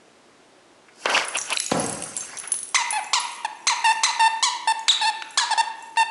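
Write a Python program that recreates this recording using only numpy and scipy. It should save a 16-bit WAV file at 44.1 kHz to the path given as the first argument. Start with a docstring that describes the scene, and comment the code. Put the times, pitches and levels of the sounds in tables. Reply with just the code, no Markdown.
"""A rubber squeaker is chewed by one of two dogs, after a snarling scuffle on a tiled floor and a toy's thump.
Each bite drives its reed up in pitch and back; the toy refilling gives a steadier note. Both are harmonic
series filtered by toy, tube and jaws. Collar tags jingle as struck damped modes. Snarls and scrabbling are
bursts of filtered grainy noise; clicks and thumps are short band-limited impacts. A reverberant room,
coloured noise and a far appliance's hum lie behind them, and a gain control follows the loud moments."""
import sys
import numpy as np
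from scipy import signal
from scipy.fft import rfft, irfft, next_fast_len
from scipy.io import wavfile
from scipy.ndimage import uniform_filter1d

SR = 44100
rng = np.random.default_rng(int(sys.argv[2]) if len(sys.argv) > 2 else 0)


def master_out(mix):
    """Clip the mix to full scale and print it as 16-bit PCM to the path in sys.argv[1]."""
    frames = np.transpose(np.atleast_2d(mix))
    ceiling = np.clip(frames, -1, 1)
    pcm = np.round(ceiling * 32767).astype(np.int16)
    wavfile.write(sys.argv[1], SR, pcm)


N = 269010
CUTOFF_HZ = 11250   # top of the squeaker's harmonics and of the recorder's passband


def amp(db):
    """Decibels are logarithmic: 20 dB is a factor of ten in amplitude."""
    return 10 ** (np.asarray(db) / 20)


def rms_one(x):
    """Normalisation: divide by the root mean square."""
    return x / np.sqrt(np.mean(x ** 2) + 1e-20)


def at_hz(points, hz):
    """Interpolation of a (frequency [Hz], value) table on a logarithmic frequency axis."""
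    points = np.array(points)
    return np.interp(np.log(np.maximum(hz, 1)), np.log(points[:, 0]), points[:, 1])


def band_pass(x, low_hz, high_hz, order=2):
    """Band limiting: keep what lies between two edges."""
    return signal.sosfilt(signal.butter(order, [low_hz, high_hz], "band", fs=SR, output="sos"), x)


def high_pass(x, hz, order=2):
    """High-pass filtering: weaken what lies below the edge."""
    return signal.sosfilt(signal.butter(order, hz, "high", fs=SR, output="sos"), x)


def coloured(x, spectrum):
    """Spectral shaping: multiply the Fourier transform by a gain curve, then bring the rms to 1."""
    size = next_fast_len(len(x))
    gain = amp(at_hz(spectrum, np.fft.rfftfreq(size, 1 / SR)))
    return rms_one(irfft(rfft(x, size) * gain, size)[:len(x)])


def add(out, s, sound):
    """Superposition: mix a short sound in at time s."""
    i = int(round(s * SR))
    out[i:i + len(sound)] += sound[:N - i]


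def squeaks(courses, colour, air_db, shadow_width_hz, rasp, uneven_db, rise_s):
    """Source and filter: a reed's harmonics are coloured by toy, tube and jaws; air hisses at each opening."""
    # modes of the squeaker tube: (frequency [Hz], half width [Hz])
    tube = [(2400, 230), (4200, 225), (6300, 350)]
    out = np.zeros(N)
    k = np.arange(1, 14)[:, None]   # harmonic numbers
    for s, *columns, (*lifts, shadow_hz, shadow_db) in courses:
        t = np.arange(s[0], s[-1], 1 / SR)
        hz, level_db, bright = [np.interp(t, s, c) for c in columns]
        # the reed beats unevenly
        flutter = rms_one(uniform_filter1d(rng.standard_normal(len(t)), size=50))
        phase = 2 * np.pi * np.cumsum(hz * (1 + rasp * flutter)) / SR
        # each harmonic sways a little in level on its own, at random
        sway = rms_one(uniform_filter1d(rng.standard_normal((13, len(t))), size=400, axis=1))
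        tube_db = sum(lift / (1 + ((k * hz - mode) / width) ** 2)
                      for lift, (mode, width) in zip(lifts, tube))
        jaw_db = shadow_db / (1 + ((k * hz - shadow_hz) / shadow_width_hz) ** 2)
        gains_db = at_hz(colour, k * hz) + bright * np.log2(k) + tube_db + jaw_db + uneven_db * sway
        gains = amp(gains_db) * (k * hz < CUTOFF_HZ)
        gains = gains / np.sqrt(np.sum(gains ** 2, axis=0) / 2)   # total power 1 at every moment
        tone = np.sum(gains * np.sin(k * phase + 0.388 * k ** 2), axis=0)
        air = amp(air_db) * (1 + np.cos(phase)) * coloured(rng.standard_normal(len(t)), colour)
        edge = np.clip(np.minimum((t - s[0]) / rise_s, (s[-1] - t) / 0.0031), 0, 1)
        add(out, s[0], amp(level_db) * edge * (tone + air))
    return high_pass(out, 450)


def bite_course(s, climb, climb_hz, top_hz, leave_hz, over, length, last_hz, db, top_db, tail_db,
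                top_bright, tail_bright, *grip):
    """An overblown reed leaps in regime: climb, leap, drop, sag, as time, pitch, level and brightness."""
    open_hz, pop_db, pop_s = 973, 6, 0.0024   # the reed opens with a pop
    open_bright, climb_bright, end_dulling = -0.68, 3.2, -3.5   # dB per octave
    # leaps most of the way, crests part-way through the overblown note and tires
    leap_s_per_octave, leap_share, crest_share, tire_db = .005, .9, .45, -4
    # falls back to near the settled pitch, settles, then sags to the last pitch
    drop_s, drop_share, settle_s, settle_hz, settle_db = .004, 0.1674, 0.00922, 1021, 5.5
    break_db_per_octave = -10   # the note breaks up in the middle of each leap and drop
    out = climb + over
    pop = min(pop_s, climb / 2)
    up, down = np.log2(top_hz / climb_hz), np.log2(leave_hz / settle_hz)   # octaves
    leap = leap_s_per_octave * up
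    leapt_hz = climb_hz + leap_share * (top_hz - climb_hz)
    dropped_hz = settle_hz + drop_share * (leave_hz - settle_hz)
    leaping_db = top_db + break_db_per_octave * up
    tired_db = top_db + tire_db
    dropping_db = tired_db + break_db_per_octave * down
    rows = [(0, open_hz, db + pop_db, open_bright),
            (pop, open_hz + (climb_hz - open_hz) * pop / climb, db, climb_bright),
            (climb, climb_hz, db, climb_bright),
            (climb + leap / 2, (climb_hz + leapt_hz) / 2, leaping_db, top_bright),
            (climb + leap, leapt_hz, top_db, top_bright),
            (climb + crest_share * over, top_hz, top_db, top_bright),
            (out, leave_hz, tired_db, top_bright),
            (out + drop_s / 2, (leave_hz + dropped_hz) / 2, dropping_db, top_bright),
            (out + drop_s, dropped_hz, tail_db + settle_db, tail_bright),
            (out + settle_s, settle_hz, tail_db, tail_bright),
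            (length, last_hz, tail_db, tail_bright + end_dulling)]
    t, hz, level, bright = np.transpose(rows)
    return s + np.maximum.accumulate(t), hz, level, bright, grip


def toy_bites():
    """Pressure drives the reed: each bite forces its pitch up into an overblown note and lets it fall."""
    # bites on the toy: (time [s], climb [s], pitch climbed to [Hz], overblown pitch [Hz],
    # pitch it leaves at [Hz], overblown time [s], whole length [s], last pitch [Hz], level [dB],
    # overblown level [dB], tail level [dB], overblown brightness [dB per octave],
    # tail brightness [dB per octave], lift of the three tube modes [dB, dB, dB],
    # band altered by the jaws [Hz], its change [dB])
    rows = [(2.745, .011, 1294, 2100, 2010, 0.012, 0.082, 880, -15, -13, -24.5, 1, 1, 7.5, -12, 1, 8200, -5),
            (3.132, .011, 1276, 1452, 1291, 0.0082, 0.057, 899, -15, -18.5, -21.5, 3.5, 2.3, 1, -2, -2.5, 8900, -12),
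            (3.669, 0.012, 1409, 2103, 2042, .013, .066, 856, -16, -15.5, -21, 0.8, -1, 4.5, 3.5, 10, 1830, 3.5),
            (4.034, 0.011, 1325, 2047, 2012, 0.015, 0.076, 860, -14, -16, -24.5, 0.8, 0, 1.5, 3, 5.5, 1820, 2.5),
            (4.426, 0.00845, 1033, 1105, 1156, 0.013, .066, 928, -16.5, -15, -21.5, 2.5, 1.5, -2.5, 3.5, 6, 2850, 3.5),
            (4.881, 0.0055, 1678, 3930, 3356, 0.027, 0.058, 830, -13.5, -11, -26, -5, 7, -1, 15, 2, 1977, 7),
            (5.374, 0.0094, 1230, 1721, 1663, 0.011, 0.069, 894, -15, -15, -22.5, -2.5, 0.5, -2, 7.5, 2, 2530, -1)]
    # colour of the toy flattened under the teeth: (frequency [Hz], level [dB])
    colour = [(350, -49), (700, 9), (1000, 8), (1500, -3), (2300, 0), (3100, -2), (4100, 3), (5200, -4),
              (6300, -3.5), (7500, -2), (9000, -8.5), (11000, -24)]
    return squeaks([bite_course(*row) for row in rows], colour, air_db=-26.5, shadow_width_hz=870,
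                   rasp=0.0082, uneven_db=1.0, rise_s=0.0013)


def refill_course(s, length, first_hz, until, mid_hz, last_hz, before, first_db, mid_db, last_db,
                  bright, *grip):
    """A reed under steady flow holds its pitch: three held pitches with glides between them."""
    scoop_s, scoop_hz, scoop_db = 0.0054, 79, -1.5   # scoops up to pitch
    glide_s = 0.0099   # glides between holds
    fade_s, fade_hz, fade_db = 0.01, 57, -2   # sinks at the end
    first_bright = 0.85   # the first hold is this much brighter, dB per octave
    last = length - before
    t = np.array([0, scoop_s, until, until + glide_s, last - glide_s, last, length - fade_s, length])
    t = np.minimum(np.maximum.accumulate(t), length)
    hz = [first_hz - scoop_hz, first_hz, first_hz, mid_hz, mid_hz, last_hz, last_hz, last_hz - fade_hz]
    level = [first_db + scoop_db, first_db, first_db, mid_db, mid_db, last_db, last_db, last_db + fade_db]
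    return s + t, hz, level, bright + first_bright * (t <= until), grip


def toy_refills():
    """Inflow drives the reed: the toy swelling back sounds a note steadier than a bite."""
    # the toy refills: (time [s], length [s], first pitch [Hz], held until [s after the start],
    # middle pitch [Hz], last pitch [Hz], reached before the end [s], first level [dB],
    # middle level [dB], last level [dB], brightness [dB per octave],
    # lift of the three tube modes [dB, dB, dB], band altered by the jaws [Hz], its change [dB])
    rows = [(2.926, 0.074, 856, 0.032, 866, 782, 0.018, -25, -21, -25, -0.92, 7, 6.5, -20, 1690, -1.5),
            (3.446, 0.019, 918, .005, 807, 820, 0.0014, -17.5, -27.5, -25, 1.7, 0.5, 2, 14, 5600, -10),
            (3.842, 0.084, 934, 0.016, 884.2, 909, 0.015, -16, -15, -15.5, 0.8, 4.5, -3, 2, 8850, -0.5),
            (4.194, 0.089, 921, 0.014, 895, 917, 0.011, -16, -14, -13.5, 0.44, -6, 1, -3, 8800, -0.5),
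            (4.673, 0.053, 905, 0.0079, 887, 901, 0.017, -15.5, -17, -17, 1.1, -15, 2, -3, 9200, 4),
            (5.012, 0.092, 891, 0.016, 839.4, 893, 0.043, -20.5, -20, -18.5, 1.5, -3.5, 8.5, 0, 6370, 1),
            (5.507, .034, 903, 0.0097, 885, 836, 0.0077, -17, -21, -17.5, 2.3, -19, 1, -1, 10500, -15),
            (5.576, 0.04, 899, 0.0099, 894, 920, 0.01, -16, -15.5, -13.5, 0.77, -16, 5, 4, 6600, 2),
            (5.97, 0.065, 912, 0.027, 895.6, 906, 0.008, -16, -14.5, -15, 0.59, 5, 11, 6.5, 5260, -8.5)]
    # colour of the toy swelling back: (frequency [Hz], level [dB])
    colour = [(350, -26), (700, 11.5), (1000, 3), (1800, -5.5), (2700, -6), (3600, -11.5), (4500, -14.5),
              (5400, -16), (6300, -27.5), (7200, -22), (9000, -20.5), (11000, -31)]
    return squeaks([refill_course(*row) for row in rows], colour, air_db=-25.0, shadow_width_hz=810,
                   rasp=.0035, uneven_db=1.66, rise_s=0.002)


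def scuffle(grain_db, sway_db):
    """Modulated noise: dense uneven grains, in a low and a high part, rise and fall exponentially."""
    # bursts of snarl and scrabbling: (loudest at [s], level [dB], rise [dB per s], fall [dB per s],
    # treble share [dB])
    bursts = [(1.02, -58, 246, 70, 8.5), (1.06, -18, 2500, 844, -41), (1.098, -26.5, 503, 116, -15),
              (1.15, -32.5, 211, 141, -1), (1.173, -19.5, 400, 248, -11), (1.358, -22, 900, 600, -21),
              (1.522, -26, 323, 287, -17), (1.575, -45, 900, 2500, 12), (1.702, -37, 2000, 1993, -4),
              (1.78, -36, 300, 56.5, -1.5), (2.35, -44.5, 70, 253, -4), (2.442, -39.5, 2002, 330, -40),
              (2.55, -45, 25, 1512, -20)]
    # spectra of the two parts, relative: (frequency [Hz], level [dB per Hz])
    low_spectrum = [(150, -22.5), (450, -9), (750, -3.9), (1250, 7.5), (1800, -1.7), (2200, 4.5), (2600, 3),
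                    (3200, -7), (3750, -16.5), (5000, -24)]
    high_spectrum = [(3600, -34), (4100, -14), (4500, 0), (5800, -2), (6600, -7), (8700, -12), (11000, -17)]
    # edges of three throat resonances [Hz], which swell and fade each on its own
    throat_edges_hz = (150, 1250, 2200, 5000)
    t, low, high, throat = np.arange(N) / SR, 0, 0, 0
    for s, level_db, rise, fall, treble_db in bursts:
        burst = amp(level_db - np.where(t < s, rise * (s - t), fall * (t - s)))
        low = low + burst
        high = high + amp(treble_db) * burst
    unevenness = rms_one(uniform_filter1d(rng.standard_normal(N), size=110))
    grains = rng.standard_normal(N) * amp(grain_db * unevenness)
    body = coloured(grains, low_spectrum)
    for low_hz, high_hz in zip(throat_edges_hz, throat_edges_hz[1:]):
        sway = rms_one(uniform_filter1d(uniform_filter1d(rng.standard_normal(N), size=600), size=600))
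        throat = throat + amp(sway_db * sway) * band_pass(body, low_hz, high_hz)
    return low * rms_one(throat) + high * coloured(grains, high_spectrum)


def ring(blows, hz, t60):
    """Damped resonance: a two-pole filter turns a unit blow into a dying sine of height about 1."""
    r, w = amp(-60 / (t60 * SR)), 2 * np.pi * hz / SR
    return signal.lfilter([0, np.sin(w)], [1, -2 * r * np.cos(w), r * r], blows + 1e-18)


def tags(clink_db, tick_db, ring_db, rattle_db, rustle_db, per_s):
    """Modal excitation: touches clink and set the tags' modes ringing; small random ones rattle in between."""
    # collar tags touch: (time [s], relative level [dB], clink [Hz],
    # tag that rings most [index, rounded; outside 0-3 none is favoured], relative ring level [dB])
    touches = [(1.0999, -19, 10700, 0, -30), (1.2496, -18, 9700, 0, -30), (1.284, -11, 10040, 1, -49),
               (1.3483, -47, 10500, 2, -28), (1.3703, -10.5, 10040, 1, -20), (1.379, -25, 7030, 0, -25),
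               (1.3861, -8.5, 7070, 0, -18.5), (1.4144, -23, 7680, -0.5, -18.5), (1.504, -16, 9650, 2, -33),
               (1.5299, -11, 10660, 2, -41), (1.5654, -14, 7840, 0, -29), (1.5854, -14, 7800, 1, -48),
               (1.6008, -4.5, 10540, 2, -32), (1.6444, -15, 8060, 1, -39), (1.6636, -8, 6830, 1, -37),
               (1.7973, -40, 10100, 2, -17), (1.8412, -16, 8500, 0, -26), (1.8632, -13.5, 7790, 1, -20),
               (1.8961, -12, 10100, 2, -31.5), (1.928, -13, 10050, 1, -34), (1.9475, -19, 8100, 0, -32),
               (2.0233, -13, 8840, 14, -33), (2.0378, -13, 9360, 2, -22), (2.1665, -9, 10000, 2, -24),
               (2.1754, -22, 9650, 1, -18.5), (2.2074, -23, 9840, 3, -17), (2.3715, -23, 9000, 0, -22.5),
               (2.386, -47, 10100, 2, -20), (2.3994, -14, 10220, 2, -38), (2.4753, -24, 9700, 2, -25),
               (2.5197, -16, 9640, 2, -10.5), (2.5416, -8.5, 10300, 2, -29), (2.5894, -16.5, 9440, 2, -23),
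               (2.6304, -16.5, 9240, 2, -23), (2.6898, -21.5, 8600, 1, -38), (2.9063, -9.5, 9000, 2.5, -17),
               (2.9277, -11, 10400, 2, -35), (3.0435, -23, 7200, -0.5, -39), (3.1994, -48, 9960, 2, -21.5),
               (3.928, -20, 10400, 0, -29), (4.7935, -22, 6670, 1, -35), (5.307, -27, 10500, 1, -40),
               (5.8247, -32, 10300, 1, -37)]
    # modes of each of four tags: (frequency [Hz], relative level [dB], t60 [s])
    tag_modes = [
        [(5790, -13.5, 0.069), (5754, -5, 0.055), (6370, -2, 0.041)],
        [(7360, -4, 0.047), (8100, -1.5, 0.03)],
        [(10100, -17, 0.016), (10060, -4.5, 0.098), (10040, -5, 0.026)],
        [(6350, -7.5, 0.08)],
    ]
    # loose rattling of tags, rings and fur: (time [s], relative level [dB])
    rattle = [(0.95, -46), (1.03, -31.5), (1.29, -29), (1.74, -21), (2.05, -25), (2.17, -27), (2.48, -40),
              (2.9, -31), (3.12, -35), (3.33, -26), (3.46, -45.5), (3.85, -31), (4.25, -36), (5.101, -46),
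              (5.32, -36), (5.66, -48), (5.85, -39), (6.1, -53)]
    other_tags_db = -15   # the tags not struck ring in sympathy
    table = np.array(touches)
    at = np.round(table[:, 0] * SR).astype(int)
    loose = amp(np.interp(np.arange(N) / SR, *np.transpose(rattle), left=-120, right=-120))
    out = np.zeros(N)
    for tag, modes in enumerate(tag_modes):
        spread_db = rng.normal(0, 3, (len(at), len(modes)))
        struck_db = table[:, 4] + ring_db + other_tags_db * (np.round(table[:, 3]) != tag)
        for k, (hz, level_db, t60) in enumerate(modes):
            blows = amp(rattle_db) * loose * (rng.random(N) < per_s / SR) * rng.standard_normal(N)
            blows[at] += amp(struck_db + spread_db[:, k])
            out += amp(level_db) * ring(blows, hz, t60)
    t = np.arange(0, .04, 1 / SR)
    for s, level_db, hz, *_ in touches:
        add(out, s, amp(level_db + clink_db - 60 * t / 0.024) * np.sin(2 * np.pi * hz * t))
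    # noisy ticks of the touches, and about 1500 a second from the links of the rings
    tick = np.zeros(N)
    tick[at] = amp(table[:, 1] + tick_db)
    tick += amp(rustle_db) * loose * (rng.random(N) < 1500. / SR) * rng.exponential(1, N)
    decay = signal.lfilter([1], [1, -amp(-60 / (0.002 * SR))], tick + 1e-18)   # t60 of 2 ms
    return out + high_pass(decay * rng.standard_normal(N), 5500)


def clicks():
    """Impact noise: a dying crack, kept to the band in which claw, tooth and tile ring."""
    # claws and teeth click: (time [s], peak level [dB], low edge [Hz], high edge [Hz], t60 of the crack [s])
    rows = [(0.884, -41, 1400, 2350, 0.062), (1.0565, -8, 510, 3960, 0.019), (1.096, -16, 600, 2780, 0.026),
            (1.176, -7.5, 1130, 2870, 0.02), (1.35, -20, 885, 3520, 0.007), (1.386, -28, 900, 4030, 0.009),
            (1.503, -16.5, 990, 5000, 0.036), (1.536, -18.5, 2510, 4670, 0.014),
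            (1.572, -11, 2300, 2950, 0.008), (1.572, -10, 3880, 4410, 0.008),
            (1.602, -12.5, 1520, 7160, 0.0079), (1.714, -14.5, 1180, 4870, 0.14),
            (2.024, -24.5, 2100, 3480, 0.014), (2.038, -33.5, 2220, 4960, 0.013),
            (2.376, -26, 2190, 5100, 0.013), (2.437, -26, 490, 2780, 0.039),
            (2.545, -30, 2460, 5950, 0.0091), (3.045, -28, 300, 1500, 0.026),
            (5.222, -14.5, 1114, 3600, 0.022), (5.96, -27.5, 710, 3780, 0.057)]
    out, t = np.zeros(N), np.arange(0, .04, 1 / SR)
    for s, peak_db, low_hz, high_hz, t60 in rows:
        crack = band_pass(amp(-60 * t / t60) * rng.standard_normal(len(t)), low_hz, high_hz)
        add(out, s, amp(peak_db) * crack / np.max(np.abs(crack)))
    return out


def thumps():
    """Impulse response: a single push on the tiles, kept to the band in which the toy is heard."""
    # dull thumps on the floor: (time [s], peak level [dB], low edge [Hz], high edge [Hz])
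    rows = [(1.058, -6, 374, 1350), (1.718, -7, 133, 1170), (1.7216, -6, 106, 730), (1.774, -31, 78.5, 238)]
    out, push = np.zeros(N), signal.unit_impulse(SR // 10)
    for s, peak_db, low_hz, high_hz in rows:
        thud = band_pass(push, low_hz, high_hz, order=3)
        add(out, s, amp(peak_db) * thud / np.max(np.abs(thud)))
    return out


def room(x, gap_s, build_s):
    """Reverberation: convolution with octave bands of noise, each dying at its own rate; energy 1."""
    # reverberation time: (frequency [Hz], t60 [s])
    room_t60 = [(100, 1.18), (300, 0.84), (900, 0.98), (2000, 1.09), (2900, 0.88), (5000, 0.29),
                (10000, 0.42)]
    t, tail = np.arange(0, 1.2, 1 / SR), 0
    for low in 22.5 * 2. ** np.arange(9):
        band = band_pass(rng.standard_normal(len(t)), low, 2 * low)
        tail = tail + band * amp(-60 * t / at_hz(room_t60, low * np.sqrt(2)))
    tail = tail * np.clip((t - gap_s) / build_s, 0, 1)
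    return signal.fftconvolve(x, tail / np.sqrt(np.sum(tail ** 2)))[:N]


def room_tone():
    """Stationary noise: a steady background of fixed spectrum."""
    # relative spectrum: (frequency [Hz], level [dB per Hz])
    spectrum = [(15, -57), (25, -13), (87, -18.5), (107, -16), (231, -4.5), (269, -3.5), (356, 1),
                (426, -3.5), (472, -1.5), (509, -6), (564, -3.5), (8040, -22), (11200, -27.5), (14600, -66),
                (22000, -120)]
    return amp(-53.5) * coloured(rng.standard_normal(N), spectrum)


def appliance_hum():
    """Pure tones: a far appliance hums on steady sines."""
    # partials: (frequency [Hz], rms level [dB])
    partials = [(118.4, -79.5), (355.3, -98)]
    t = np.arange(N) / SR
    return sum(amp(db) * np.sqrt(2) * np.sin(2 * np.pi * hz * t) for hz, db in partials)


def scene():
    """Superposition of direct and reverberant sound: the toy is near; the thumps stir the room more."""
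    bites, refills = toy_bites(), toy_refills()
    rough = scuffle(grain_db=0.9, sway_db=2.0)
    collar = tags(clink_db=-8.5, tick_db=1.0, ring_db=-2.5, rattle_db=-16, rustle_db=-14.5, per_s=100)
    ticks, thuds = clicks(), thumps()
    to_room = amp(-9.0) * bites + amp(-13.5) * refills + amp(-39.5) * rough
    to_room = to_room + amp(-5.5) * collar + amp(-12) * ticks + amp(-3) * thuds
    direct = bites + refills + rough + collar + ticks + thuds
    reverberant = room(to_room, gap_s=0.0006, build_s=0.026)
    return (direct + reverberant + room_tone() + appliance_hum())[None]


def record(dry):
    """Dynamic compression: deep bass is thinned, gain control follows the loud moments, the top is cut."""
    # the recorder turns down above the knee and recovers
    knee_db, slope, recovery_db_per_s = -11.5, 0.32, 24
    thin = high_pass(dry, 45, order=1)
    level_db = 10 * np.log10(2 * uniform_filter1d(thin ** 2, size=90) + 1e-12)
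    wanted_cut_db = slope * np.maximum(level_db - knee_db, 0)
    # a running maximum on a rising ramp lets each cut fade at the recovery rate
    ramp = recovery_db_per_s * np.arange(N) / SR
    cut_db = np.maximum.accumulate(wanted_cut_db + ramp, axis=1) - ramp
    held = thin * amp(-uniform_filter1d(np.maximum(cut_db, 0), size=130, origin=64))
    return signal.sosfilt(signal.ellip(8, .5, 45, CUTOFF_HZ, fs=SR, output="sos"), held)


dry = scene()
out = record(dry)
master_out(out)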